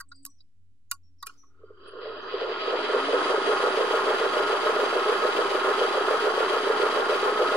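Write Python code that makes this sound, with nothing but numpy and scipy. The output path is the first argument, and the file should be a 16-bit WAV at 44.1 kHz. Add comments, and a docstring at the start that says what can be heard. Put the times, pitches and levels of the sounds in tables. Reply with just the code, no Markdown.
"""Birds chirp over a low wavering hum while wires tap a ceiling fan motor lying on a cloth: contacts excite casing modes.
Switched on at 1.27 s, the casing shudders; the rotor gathers speed, with single knocks while it is still slow.
Its slots whine faintly as their tone crosses a resonance; two worn ball bearings knock and rattle the steel casing,
swelling once a turn, up to about seven turns a second; the upper edge of the treble is heard late.
A phone with two microphones listens from above, suppressing noise and rounding peaks."""
import sys
import numpy as np
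from scipy import signal
from scipy.fft import rfft, irfft
from scipy.io import wavfile
from scipy.ndimage import uniform_filter1d

SR = 44100
rng = np.random.default_rng(int(sys.argv[2]) if len(sys.argv) > 2 else 0)


def put_to_file(sound):
    """Save the sound as 16-bit audio at rate SR, in the file named by the first command-line argument."""
    columns = np.atleast_2d(sound).T  # one column per channel
    safe = np.clip(columns, -1, 1)
    whole_steps = np.round(safe * 32767)
    wavfile.write(sys.argv[1], SR, whole_steps.astype(np.int16))


def gain_from_db(level_db):
    """Turn a decibel level (scalar or array-like) into a linear amplitude factor."""
    decades = np.asarray(level_db, float) / 20
    return 10 ** decades


N = 333396
T = np.arange(N) / SR
HZ = np.maximum(np.arange(N // 2 + 1) * SR / N, 1)

# background rumble before the side balance: (frequency [Hz], density [dB per Hz])
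RUMBLE = [(20, -83.5), (40, -91.5), (70, -91.5), (120, -116), (170, -99), (240, -102), (330, -106),
          (450, -108), (3000, -108), (9000, -114), (16000, -125)]
# wavering hum before the side balance: (frequency [Hz], width of one resonance [Hz], level [dB])
HUM_BANDS = [(88.6, 6.7, -68.5)]
# faint low tones that fade in and out, before the side balance:
# (middle [s], half length [s], frequency [Hz], level [dB])
DRONE_TONES = [(.2, 0.11, 277.6, -64), (.65, 0.18, 200, -83), (1.35, .35, 279, -73)]
# successive notes of the high trill, before the side balance: (level [dB])
TRILL_NOTES = [-58, -59, -56, -64]
# short falling tones before the side balance, bird whistles and, above 9 kHz, the bright tick of a slow knock:
# (time [s], first pitch [Hz], length [s], level [dB])
FALLING_TONES = [(0.141, 4790, 0.082, -61), (.285, 5950, 0.074, -64.5), (0.382, 5220, 0.041, -65),
                 (0.898, 6860, 0.021, -61), (1.033, 5560, 0.031, -66), (1.066, 5520, 0.028, -69),
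                 (1.185, 5500, 0.018, -65), (1.2, 5190, .026, -58.5), (1.375, 5990, 0.077, -62),
                 (1.431, 5920, 0.11, -71), (1.873, 9520, 0.024, -61), (2.216, 6200, 0.037, -65)]
# taps of wire and tool on the casing:
# (time [s], ring level [dB], ring pitch [Hz], clink level [dB], clink pitch [Hz], crack level [dB])
CASING_TAPS = [(.001, -29.5, 1410, -39, 4500, -42), (.008, -41, 1100, -47, 3900, -36),
               (0.114, -36.5, 1400, -40, 4200, -68), (0.2517, -63, 1160, -55, 4700, -25.5),
               (.262, -47.5, 1074, -40, 4500, -34), (0.401, -62, 1400, -45.5, 3960, -79),
               (.913, -25.5, 1272, -26, 3330, -18), (1.226, -29, 1080, -31.5, 3960, -38),
               (1.262, -38, 1250, -54, 4650, -43), (1.2674, -32.5, 1560, -30.5, 2820, -29),
               (1.289, -38, 1400, -47, 2460, -70), (1.431, -47, 1040, -75, 2500, -83)]
# modes that a tap rings: (frequency [Hz], relative level [dB], t60 [s])
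TAPPED_MODES = [(1026, -12.5, 0.046), (1116, -3.5, 0.1), (1410, -2, 0.029), (1560, -21, 0.027),
                (1880, 4.5, 0.029), (2440, -2.5, .04), (2820, -1.5, 0.052), (3730, -8, 0.033),
                (3960, 9.5, 0.014), (4180, -19, 0.0442), (4570, 11, 0.044), (5140, 1, .06)]
# single knocks while the rotor is still slow: (time [s], level [dB])
KNOCKS_AT_LOW_SPEED = [(1.631, -39), (1.7, -39.5), (1.877, -42), (2.071, -33.5), (2.333, -26.5),
                       (2.42, -34), (2.476, -27), (2.516, -24.5)]
# low casing resonances: (frequency [Hz], width [Hz], relative level [dB], swell once a turn [dB])
DRUM_MODES = [(277, 103, -15.5, -1.5), (386.8, 28.8, 3.5, 2), (435, 27, 4.5, 4.5), (495.4, 43.5, 0, 6.5),
              (610.4, 32.4, -1, 4.5), (700, 68, -8, 1.5)]
# middle casing resonances: (frequency [Hz], width [Hz], relative level [dB])
RING_MODES = [(813, 110, -6), (965, 64, -4.5), (1063, 49, -0.5), (1200, 117, -3.5), (1280.7, 23.4, 4.5),
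              (1400, 29.8, 1.5), (1682, 252, -10.5)]
# treble casing resonances: (frequency [Hz], width [Hz], relative level [dB])
HISS_MODES = [(1960, 460, -6), (2700, 210, -3), (2886, 193, -1), (3264, 310, -2), (3625, 250, -8),
              (3942, 225, -6), (4500, 113, -6), (4720, 170, -6.5), (5090, 114, -17)]
# spectrum of the highest rattle: (frequency [Hz], relative level [dB])
TOP_SPECTRUM = [(4000, -11.5), (5200, 11.5), (5900, 12), (7800, 5), (9200, 9.5), (10400, 4.5),
                (11600, -33.5), (12600, -15), (13500, -24), (14500, -16), (15500, -25)]
# share of the rattle that each microphone hears on its own: (frequency [Hz], share of power [0-1])
SEPARATE_SHARE = [(100, 0.2), (300, 0.14), (640, 0.11), (1400, 0.48), (3100, 0.51), (6800, 0.96),
                  (15000, 1)]
# balance of the microphones: (frequency [Hz], left over right [dB])
LEFT_OVER_RIGHT = [(60, -5.5), (200, -1.5), (380, -3), (700, .5), (1290, -1.5), (2100, 6), (2650, 0),
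                   (3200, -6), (3700, 2), (4700, 2), (8000, .5), (15000, -.5)]
# how far the left microphone leads the right: (frequency [Hz], phase [rad])
LEFT_PHASE_LEAD = [(500, 0), (1500, 0.63), (3100, -2.4), (4700, 2.5), (5200, 2), (7000, 1.5), (8600, 1.5),
                   (9500, 1.56), (16000, -1.5)]
# level under which the phone takes sound for noise: (frequency [Hz], density [dB per Hz])
NOISE_THRESHOLD = [(300, -125), (500, -100), (800, -77.5), (1300, -103), (2200, -85), (3000, -101),
                   (3600, -95), (4700, -106), (9500, -106), (11500, -103), (15000, -103)]

HUM_SINKS_S, HUM_SINKS_DB = 3.6, -2  # the hum is weaker from here on
TRILL_S, TRILL_GAP_S, TRILL_HZ, TRILL_FALL_HZ, TRILL_NOTE_S = .086, .0715, 8300, 620, .015
SAG_HZ_S, TICK_FROM_HZ = 3500, 9000  # rate at which a falling tone sinks; pitch that parts tick from whistles
CONTACT_MS, HALVING_DB = 5.1, 35  # contact is half as long when the crack gains this much on the loudest ring
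RING_REACH_HZ, CLINK_REACH_HZ, FAR_SHARE = 170, 700, 0.07  # how far from its pitch a tap still shakes modes
CLINK_FROM_HZ = 2200
ROOM_DB, ROOM_T60_S = -41.5, 0.14
# the rotor starts from rest under steady torque and levels off sharply at full speed
START_S, PULL_TURNS_S2, FULL_TURNS_S, SPEED_KNEE, START_TURNS = 1.3212, 2.8522, 6.9261, 22.7, .279
# balls that pass the worn spot in one turn, and where in that cycle the first one is
LOW_BALLS, LOW_START, TOP_BALLS, TOP_START = 4.395, .09, 3.082, -.2
BALL_SWELL_DB, RING_SWELL_DB, DRUM_LAG_TURNS, RING_LAG_TURNS = 1.6, 1.1, .05, .12
LOOSE_SPREAD_DB, BLOW_DB = 1.5, 14.5  # scatter of the loose rattle, gain of the ball-pass blows
FLUTTER_PER_S, BALL_SLIP = 11, .012  # treble flutter; spread of the slip in ball-pass cycles
UNEVENNESS_DB = 1.3  # spread of the random unevenness of the treble spectrum
# bearing noise grows with speed: (level when grown [dB], growth [dB per tenfold speed], end of growth [turns/s])
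DRUMMING, RINGING, HISSING, TOP_HISSING = (-27, 43.3, 4.5), (-27, 41.8, 5.28), (-35, 46, 4.12), (-49.5, 88, 5.25)
# a high band above 10.9 kHz is heard late: a steep fade-in written with the same three columns (level when
# grown [dB], growth [dB per tenfold speed], end of growth [turns/s])
LATE_EDGE, EDGE_FROM_HZ = (-57, 220, 6.6), 10900
SWITCH_S, SHUDDER_DB, SHUDDER_T60_S = 1.27, -52.5, 0.77
SLOTS, WHINE_DB, WHINE_HZ, WHINE_WIDTH_HZ = 56, -38, 290, 33
CLIP_AT, TOP_HZ = .45, 15950  # amplitude toward which the phone rounds peaks; end of its band


def rms1(x):
    """Normalisation: scale to unit rms."""
    return x / np.sqrt(np.mean(x ** 2))


def over_hz(table):
    """Logarithmic frequency axis: join (Hz, value) points."""
    hz, value = np.transpose(table)
    return np.interp(np.log(HZ), np.log(hz), value)


def shape(x, response):
    """Linear filtering: multiply the spectrum by a frequency response."""
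    return irfft(rfft(x) * response, N)


def peak(hz, width):
    """Damped resonance: a response with gain 1 at its centre."""
    return 1j * HZ * width / (hz ** 2 - HZ ** 2 + 1j * HZ * width)


def body(table):
    """Modal superposition: resonances side by side, neighbours swinging in opposite sense."""
    return sum((-1) ** k * gain_from_db(row[2]) * peak(row[0], row[1]) for k, row in enumerate(table))


def walk(rate):
    """Band-limited chance: smoothed noise of unit spread and no long drift."""
    size = int(SR / rate)
    x = uniform_filter1d(uniform_filter1d(rng.standard_normal(N), size), size)
    return rms1(x - uniform_filter1d(x, size=4 * size))


def level_off(ratio, knee):
    """Saturation: follows the ratio while it is small and stops at 1."""
    return ratio / (1 + ratio ** knee) ** (1 / knee)


def throb(cycles, depth_db):
    """Periodic modulation: a swell that peaks at each whole cycle."""
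    return gain_from_db(depth_db * np.cos(2 * np.pi * cycles))


def pair(mono):
    """Two-point reception: each microphone hears the same source with its own colour and phase."""
    tilt = gain_from_db(over_hz(LEFT_OVER_RIGHT) / 2) * np.exp(.5j * over_hz(LEFT_PHASE_LEAD))
    return np.array([shape(mono, tilt), shape(mono, 1 / tilt)])


def floor():
    """Stationary background: filtered noise and a wavering tone, with drones; stronger on the right."""
    rumble = shape(rng.standard_normal((2, N)), gain_from_db(over_hz(RUMBLE)) * np.sqrt(SR / 2))
    hum = 0
    for hz, width, db in HUM_BANDS:
        hum = hum + gain_from_db(db) * rms1(shape(rng.standard_normal((2, N)), peak(hz, width) ** 2))
    level = gain_from_db(-64.5 + 0.87 * walk(6))
    phase = 2 * np.pi * np.cumsum(87 + 1.2 * walk(9.0)) / SR
    steady = level * np.sin(phase + np.array([[0], [1.6]]))
    drone = 0
    for middle, half, hz, db in DRONE_TONES:
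        fade = np.exp(-((T - middle) / half) ** 2)
        drone = drone + gain_from_db(db) * fade * rms1(shape(rng.standard_normal(N), peak(hz, 12) ** 2))
    sinking = gain_from_db(HUM_SINKS_DB * np.clip((T - HUM_SINKS_S) / .3, 0, 1))
    return (rumble + (hum + steady) * sinking + drone) * gain_from_db(np.array([[-4], [3]]))


def falling_tones(notes):
    """Frequency glides: rough falling tones, quick to start, smeared by a diffuse decay."""
    out = np.zeros(N)
    for at, hz, fall_hz, length, db in notes:
        x = np.clip((T - at) / length, 0, 1)
        envelope = np.sin(np.pi * x ** .45)
        out += gain_from_db(db) * envelope * np.sin(2 * np.pi * np.cumsum(hz - fall_hz * x) / SR)
    out *= 1 + 0.74 * walk(900)  # roughness
    smear = rng.standard_normal((2, N)) * gain_from_db(-60 * T / 0.54)
    return out * np.array([[1.2], [.8]]) + gain_from_db(-32.5) * shape(out, rfft(smear))


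def birds():
    """Gliding oscillation: a trill and whistles from outside, smeared by the way in."""
    trill = [(TRILL_S + k * TRILL_GAP_S, TRILL_HZ, TRILL_FALL_HZ, TRILL_NOTE_S, db)
             for k, db in enumerate(TRILL_NOTES)]
    whistles = [(at, hz, SAG_HZ_S * length, length, db)
                for at, hz, length, db in FALLING_TONES if hz < TICK_FROM_HZ]
    return falling_tones(trill + whistles)


def taps():
    """Impact excitation: a scratchy contact cracks and shakes the modes near its pitch; the room answers."""
    out, t = np.zeros(N + 8192), np.arange(8192) / SR
    hz = np.arange(4097) * SR / 8192
    bright = signal.butter(2, [4500, 12500], "bandpass", fs=SR, output="sos")
    middle = signal.butter(3, [900, 4500], "bandpass", fs=SR, output="sos")
    for at, ring_db, ring_hz, clink_db, clink_hz, crack_db in CASING_TAPS:
        noise = rng.standard_normal((2, len(t)))
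        ring_over_crack = max(ring_db, clink_db) - crack_db
        contact_ms = np.clip(CONTACT_MS * 2 ** (ring_over_crack / HALVING_DB), 1, 11)
        x = t / contact_ms * 1000
        burst = noise[0] * (np.exp(-x ** 2) + gain_from_db(-24.5) * np.exp(-t / .02))
        snap = signal.sosfilt(bright, burst) + gain_from_db(-6.5) * signal.sosfilt(middle, burst)
        scrape = rfft(noise[1] * x * np.exp(-x ** 2))
        parts = np.zeros((2, len(hz)), complex)  # ring below, clink above
        for mode_hz, db, t60 in TAPPED_MODES:
            high = int(mode_hz > CLINK_FROM_HZ)
            off = (mode_hz - (ring_hz, clink_hz)[high]) / (RING_REACH_HZ, CLINK_REACH_HZ)[high]
            strength = (np.exp(-off ** 2) + FAR_SHARE) * gain_from_db(db)
            parts[high] += strength / (np.log(1000) / t60 + 2j * np.pi * (hz - mode_hz))
        rings = irfft(scrape * parts * hz ** 6 / (hz ** 6 + 850 ** 6))
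        rings /= np.abs(rings).max(axis=1, keepdims=True)
        start = int(at * SR)
        out[start:start + len(t)] += gain_from_db(crack_db) * snap + gain_from_db(np.array([ring_db, clink_db])) @ rings
    room = rng.standard_normal((2, N)) * gain_from_db(ROOM_DB - 60 * T / ROOM_T60_S)
    return pair(out[:N]) * gain_from_db(np.array([[-1], [1]])) + shape(out[:N], rfft(room))


def slow_knocks():
    """Impulse response: single blows set the low casing modes thudding, one with a bright tick."""
    blows = np.zeros(N)
    for at, db in KNOCKS_AT_LOW_SPEED:
        blows[int(at * SR)] = gain_from_db(db)
    thud = body(DRUM_MODES) * peak(447, 120) + gain_from_db(-22) * body(RING_MODES)
    thuds = pair(shape(blows, thud) / np.max(np.abs(irfft(thud, N))))
    ticks = [(at, hz, SAG_HZ_S * length, length, db)
             for at, hz, length, db in FALLING_TONES if hz >= TICK_FROM_HZ]
    return thuds + falling_tones(ticks)


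def slot_whine(speed, turns):
    """Slot-passing tone: it shows while its frequency crosses a casing resonance."""
    resonance = np.exp(-((SLOTS * speed - WHINE_HZ) / WHINE_WIDTH_HZ) ** 2)
    return gain_from_db(WHINE_DB) * resonance * np.sin(2 * np.pi * SLOTS * turns)


def switch_shudder(drum, ring, fine):
    """Exponential decay: the casing shudders briefly when the current comes on."""
    decay = (T > SWITCH_S) * gain_from_db(SHUDDER_DB - 60 * (T - SWITCH_S) / SHUDDER_T60_S)
    broad = rms1(irfft(fine * peak(2300, 4500), N))
    return decay * (gain_from_db(-5.5) * rms1(ring) + gain_from_db(-11.5) * rms1(drum) + broad)


def rattle(per_s, spread_db):
    """Random impacts: spectra of loose balls striking, partly shared by both microphones, partly separate."""
    hit = rng.random((3, N)) < per_s / SR
    hardness = np.minimum(rng.exponential(size=(3, N)), 2.0)  # most soft, a few hard
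    both, left, right = hit * rng.standard_normal((3, N)) * gain_from_db(spread_db * hardness)
    apart = np.clip(over_hz(SEPARATE_SHARE), 0, 1)
    return rfft(pair(both)) * np.sqrt(1 - apart) + rfft(np.array([left, right])) * np.sqrt(apart)


def knocks(cycles, scatter_db, slip):
    """Ball-pass impacts: spectra of one blow a pass, a little early or late as the balls slide."""
    at = np.flatnonzero(np.diff(np.floor(cycles + slip * walk(12))) > 0)
    blows = np.zeros(N)
    blows[at] = gain_from_db(scatter_db * np.clip(rng.standard_normal(N)[at], -2, 1))
    return rfft(pair(blows))


def bearing_drum(turns, low_pass):
    """Forced resonance: rattle and ball-pass blows shake each low mode, modulated once a turn."""
    loose, blows = rattle(1500, LOOSE_SPREAD_DB), knocks(low_pass + .2, 1.15, BALL_SLIP)
    drum = 0
    for k, (hz, width, db, swell_db) in enumerate(DRUM_MODES):
        mode = (-1) ** k * gain_from_db(db) * peak(hz, width)
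        shake = irfft(loose * mode, N) * throb(low_pass, BALL_SWELL_DB) + gain_from_db(BLOW_DB) * irfft(blows * mode, N)
        drum = drum + shake * throb(turns - DRUM_LAG_TURNS, swell_db)
    return drum


def bearing_ring(turns):
    """Modal ringing: rattle excites the middle casing modes and swells once a turn."""
    ring = irfft(rattle(4000, 1.9) * body(RING_MODES), N)
    return ring * throb(turns - RING_LAG_TURNS, RING_SWELL_DB) * gain_from_db(0.78 * walk(8.9))


def treble_layers(turns, top_pass, fine):
    """Modulated noise: hiss and top hiss throb with ball passes and share one flutter; a high band above 10.9
    kHz, heard late, swells and flutters along with them."""
    flutter = throb(turns + 0.1, 0.76) * gain_from_db(0.74 * walk(FLUTTER_PER_S))
    hiss = irfft(fine * body(HISS_MODES), N) * throb(top_pass, 1.7) * flutter
    high = fine * gain_from_db(over_hz(TOP_SPECTRUM))
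    above = HZ > EDGE_FROM_HZ
    swell = throb(top_pass, 0.89) * flutter
    return hiss, irfft(high * ~above, N) * swell, irfft(high * above, N) * swell


def follow_speed(x, law, speed):
    """Power law: unit-rms sound takes a level that follows the speed up to a limit."""
    full_db, db_per_tenfold, end_turns_s = law
    return rms1(x) * gain_from_db(full_db + db_per_tenfold * np.log10(level_off(speed / end_turns_s, knee=17.9)))


def motor():
    """Rotating unbalance: both bearings shake the casing, loaded hardest once a turn by the off-centre rotor."""
    running_s = np.maximum(T - START_S, 1e-3)
    speed = FULL_TURNS_S * level_off(running_s * PULL_TURNS_S2 / FULL_TURNS_S, SPEED_KNEE)
    turns = START_TURNS + np.cumsum(speed) / SR
    low_pass, top_pass = LOW_BALLS * turns + LOW_START, TOP_BALLS * turns + TOP_START
    drum, ring = bearing_drum(turns, low_pass), bearing_ring(turns)
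    # random unevenness of the treble spectrum
    uneven = rms1(uniform_filter1d(rng.standard_normal(len(HZ)), size=500))
    fine = rattle(7000, 1.8) * gain_from_db(UNEVENNESS_DB * uneven)
    hiss, top, edge = treble_layers(turns, top_pass, fine)
    low = follow_speed(drum, DRUMMING, speed) + follow_speed(ring, RINGING, speed)
    treble = follow_speed(hiss, HISSING, speed) + follow_speed(top, TOP_HISSING, speed)
    late_edge = follow_speed(edge, LATE_EDGE, speed)
    return low + treble + late_edge + switch_shudder(drum, ring, fine) + slot_whine(speed, turns) + slow_knocks()


def scene():
    """Superposition: the quiet background, birds, taps and motor add."""
    return floor() + birds() + taps() + motor()


def suppress(x):
    """Spectral noise suppression: a frequency is turned down while its level is near the noise guess."""
    hz, _, frames = signal.stft(x, SR, nperseg=512, noverlap=384)
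    power = np.mean(np.abs(frames) ** 2, axis=0)
    power = uniform_filter1d(uniform_filter1d(power, size=3, axis=0), size=5, axis=1)
    guess_hz, guess_db = np.transpose(NOISE_THRESHOLD)
    noise = gain_from_db(np.interp(np.log(hz + 1), np.log(guess_hz), guess_db)) ** 2 * SR / 512
    gain = np.maximum((power / (power + noise[:, None])) ** 4.1, gain_from_db(-17.5))
    return signal.istft(frames * gain, SR, nperseg=512, noverlap=384)[1][:, :N]


def roll_off(x):
    """The treble ends steeply here."""
    return signal.sosfilt(signal.butter(12, 16480, fs=SR, output="sos"), x)


def record(dry):
    """Nonlinear reception: the phone suppresses noise, rounds peaks, cuts the top and adds a steady offset."""
    rounded = CLIP_AT * np.tanh(suppress(dry) / CLIP_AT)
    clean = shape(rounded, np.clip((TOP_HZ - HZ) / 300, 0, 1))
    return roll_off(clean - .0025)


dry = scene()
out = record(dry)
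put_to_file(out)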